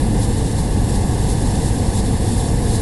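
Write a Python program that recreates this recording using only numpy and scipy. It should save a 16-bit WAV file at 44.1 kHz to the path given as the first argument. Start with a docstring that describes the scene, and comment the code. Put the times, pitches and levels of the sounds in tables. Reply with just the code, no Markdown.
"""A hot-air balloon burner, heard from the basket by a small microphone that softly saturates the peaks.
Throughout, the flame roars low and steadily: shaped noise, coloured by the burner metal, with its bass evened.
Above it hisses the gas jet, bright noise with tiny spits, a little hollow at the very start.
It surges at 0.25 s and then three or four times a second, in close pairs near 0.9 s, 2 s and the end."""
import sys
import numpy as np
from scipy import signal
from scipy.fft import rfft, irfft, next_fast_len
from scipy.io import wavfile
from scipy.ndimage import uniform_filter1d, map_coordinates

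SR = 44100
rng = np.random.default_rng(int(sys.argv[2]) if len(sys.argv) > 2 else 0)


def store_wav(level_fs):
    """Save 16-bit WAV to argv[1]."""
    pcm = np.round(np.clip(np.atleast_2d(level_fs), -1, 1) * 32767)
    wavfile.write(sys.argv[1], SR, pcm.T.astype(np.int16))


def rack_gain(trim_db):
    """Turn a fader trim in dB into the linear factor to multiply a signal by."""
    fader = np.asarray(trim_db, float)
    return 10 ** (fader / 20)


N = 123921  # samples


def unit(x):
    """Scale to rms 1."""
    return x / np.sqrt(np.mean(x ** 2) + 1e-20)


def along(points, hz):
    """Interpolate (freq_hz, value) points on a log frequency axis."""
    f, v = np.transpose(points)
    return np.interp(np.log(hz + 1), np.log(f + 1), v)


def curve(rows):
    """Interpolate (time_s, value) points to one value per sample."""
    s, v = np.transpose(rows)
    return np.interp(np.arange(N) / SR, s, v)


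def wobble(rate):
    """A smooth random curve with rate knots a second."""
    knots = rng.standard_normal(N // 100)
    return map_coordinates(knots, [np.arange(N) * rate / SR])


def filtered(x, response):
    """Multiply the spectrum of x by a response of frequency in Hz."""
    m = next_fast_len(N + 8192)
    gain = response(np.fft.rfftfreq(m, 1 / SR))
    return irfft(rfft(x, m) * gain, m)[:N]


def patchy(patchy_db):
    """White noise whose gain varies in random patches of time and frequency."""
    z = signal.stft(rng.standard_normal(N), nperseg=512)[2]
    field = uniform_filter1d(rng.standard_normal(z.shape), size=8, axis=0)
    field = unit(uniform_filter1d(field, size=8, axis=1))
    return unit(signal.istft(z * rack_gain(patchy_db * field), nperseg=512)[1][:N])


# narrow resonances and dips of the burner metal: freq_hz, width_hz, gain_db
METAL_MODES = [(532, 55, 2.5), (926, 25, 3.5), (1120, 44, 2), (1713, 30, 2), (2084, 64, 3.5),
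               (2790, 70, 3.5), (2830, 30, -4.5), (3170, 56, -6.5), (3485, 30, 6.5), (3980, 40, 1),
               (4490, 59, 4), (4760, 59, -0.5), (4960, 40, 1), (5360, 96, 4.5), (6550, 55, 6),
               (7300, 90, -0.5), (7870, 120, -3), (8080, 120, 1), (8600, 40, 0)]
# one more resonance, high in the hiss: freq_hz, width_hz, gain_db
HIGH_MODE = (10530, 50, 3.5)


def metal(hz):
    """Gain of the burner metal: each mode lifts or cuts a narrow bell of frequencies."""
    gain_db = 0
    for center, width, db in METAL_MODES + [HIGH_MODE]:
        gain_db = gain_db + db / (1 + (2 * (hz - center) / width) ** 2)
    return rack_gain(gain_db)


EVEN_S, EVEN_SHARE = .12, .7  # smoothing window in seconds, share of the slow level change removed


def evened(x):
    """Level changes slower than EVEN_S are mostly smoothed away."""
    size = round(EVEN_S * SR)
    power = uniform_filter1d(uniform_filter1d(x ** 2, size), size)
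    power = np.abs(power) + 1e-12
    return x * (np.mean(x ** 2) / power) ** (EVEN_SHARE / 2)


# relative spectrum of the flame roar before the metal: freq_hz, density_db (per Hz)
ROAR_SPECTRUM = [(4.7, -36), (8.0, -7), (38, 0.5), (50, 3.5), (76, -4), (108, 1), (162, -8), (208, -5.5),
                 (248, -10), (296, -10), (371, -18), (464, -14.5), (627, -27.5), (729, -19), (847, -21.5),
                 (1120, -32), (1360, -42.5), (1710, -30.5), (2310, -42), (2820, -40), (3200, -40),
                 (4160, -80), (7040, -120)]
# slow drift of the roar above 180 Hz: time_s, change_db
UPPER_DRIFT = [(0, 0.5), (.7, 0), (1.4, 1), (2.1, .5), (2.81, 0.5)]
ROAR_DB = -16  # level of the whole roar before the evening and drift


def flame():
    """Turbulent combustion: broad low noise with very even bass and a slightly drifting upper part."""
    roar = unit(filtered(patchy(patchy_db=.5), lambda hz: rack_gain(along(ROAR_SPECTRUM, hz)) * metal(hz)))
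    rumble = filtered(roar, lambda hz: hz < 45)
    boom = filtered(roar, lambda hz: (hz >= 45) & (hz < 85))
    body = filtered(roar, lambda hz: (hz >= 85) & (hz < 180))
    upper = roar - rumble - boom - body
    bass = evened(rumble) + evened(boom) + evened(body)
    return rack_gain(ROAR_DB) * (bass + rack_gain(curve(UPPER_DRIFT)) * upper)


# gas surges, added to the jet level: peak_s, swell_db, rise_s, fall_s
GAS_SURGES = [(.25, 5.5, 0.049, .008), (.585, 3, .01, 0.028), (.895, 3, .01, .03), (.96, 4.5, .02, 0.017),
              (1.32, 4, 0.057, .012), (1.685, 4, 0.094, 0.0089), (2.0, 5.5, 0.066, .007),
              (2.07, 3, 0.025, .012), (2.41, 3, 0.17, .02), (2.76, 4.5, .025, .012), (2.72, 3, 0.094, .03)]


def surge_swell():
    """Swell of the gas jet in dB: each surge rises to a peak and falls away at its own two speeds."""
    t = np.arange(N) / SR
    swell_db = np.zeros(N)
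    for peak, db, rise, fall in GAS_SURGES:
        side = np.where(t < peak, rise, fall)
        swell_db += db * np.exp(-(np.abs(t - peak) / side) ** 1.24)
    return swell_db


SPIT_PER_S, SPIT_SPREAD_DB = 900, 2.5  # mean rate, random spread of each spit's level
SPIT_DB = -8  # spits against the hiss source, outside surges
SPIT_PER_SWELL = -0.2  # dB against the hiss source per dB of swell: spits grow a little less than hiss


def spits(swell_db):
    """Tiny random clicks of either sign, which swell with the jet once it is given its level."""
    draw = rng.random((2, N))
    struck = draw[0] < SPIT_PER_S / SR
    sign = np.sign(draw[1] - .5)
    clicks = struck * sign * rack_gain(SPIT_SPREAD_DB * rng.standard_normal(N))
    return rack_gain(SPIT_DB + SPIT_PER_SWELL * swell_db) * unit(clicks)


# relative spectrum of the jet hiss before the metal: freq_hz, density_db (per Hz)
JET_SPECTRUM = [(1820, -20), (3100, -11), (3600, -2), (4950, -4), (5360, -4), (5970, -6.5), (7010, -4.5),
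                (7460, 0.5), (8510, -2.5), (9220, 0), (10500, -0.5), (11300, -4.5), (11600, -15),
                (12100, -20), (15800, -51), (22000, -120)]
# change in the hiss around 6.5 kHz, hollow when low: time_s, change_db
HOLLOWNESS = [(0, -3.5), (.18, 0.5), (.3, -0.5), (1.9, 0.5), (2.15, -1.5), (2.4, 0), (2.81, -1)]
# jet level between surges: time_s, level_db
JET_FLOW = [(0, -34), (.1, -36.5), (.4, -34.5), (.85, -35.5), (1.2, -34.5), (1.5, -34.5), (1.85, -34.5),
            (2.1, -35), (2.3, -33.5), (2.6, -35), (2.81, -33.5)]
SURGE_BRIGHT_DB = .6  # extra treble per 5 dB of swell
FLUTTER_DB, FAST_FLUTTER_DB = -0.33, 0.64  # scale of the 15 and 70 knots-a-second level wobbles


def jet():
    """Escaping gas: bright turbulent hiss with spits, louder and brighter at each surge."""
    swell_db = surge_swell()
    source = patchy(patchy_db=0.5) + spits(swell_db)
    hiss = unit(filtered(source, lambda hz: rack_gain(along(JET_SPECTRUM, hz)) * metal(hz)))
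    treble = filtered(hiss, lambda hz: 1 / (1 + (6500 / (hz + 1)) ** 8))
    middle = filtered(hiss, lambda hz: np.exp(-((hz - 6500) / 1200) ** 4))
    hiss = hiss + (rack_gain(curve(HOLLOWNESS)) - 1) * middle
    hiss = hiss + (rack_gain(SURGE_BRIGHT_DB * swell_db / 5) - 1) * treble
    flutter_db = FLUTTER_DB * wobble(15) + FAST_FLUTTER_DB * wobble(70)
    return hiss * rack_gain(curve(JET_FLOW) + swell_db + flutter_db)


def scene():
    """Flame and jet together, as one channel."""
    return (flame() + jet())[None]


# microphone response: freq_hz, gain_db
MIC_RESPONSE = [(5, -10), (28, 0), (11000, 0), (11600, 0), (12000, -3), (12300, -10), (13000, -30)]
CLIP_TOP, CLIP_HARD = 0.93, 3.5  # ceiling in full scale, sharpness of the bend
OFFSET = .0087  # constant added, in full scale


def microphone(dry):
    """Small microphone: roll-off at both ends, soft saturation of the peaks, a small constant offset."""
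    x = filtered(dry[0], lambda hz: rack_gain(along(MIC_RESPONSE, hz)))[None]
    squeezed = x / (1 + np.abs(x / CLIP_TOP) ** CLIP_HARD) ** (1 / CLIP_HARD)
    return squeezed + OFFSET


def top_cut(x):
    """Nothing passes above the cut-off."""
    return signal.sosfilt(signal.butter(12, 12270, fs=SR, output="sos"), x)


def record(dry):
    """The burner as the microphone in the basket delivers it."""
    mix = microphone(dry)
    return top_cut(mix)


dry = scene()
out = record(dry)
store_wav(out)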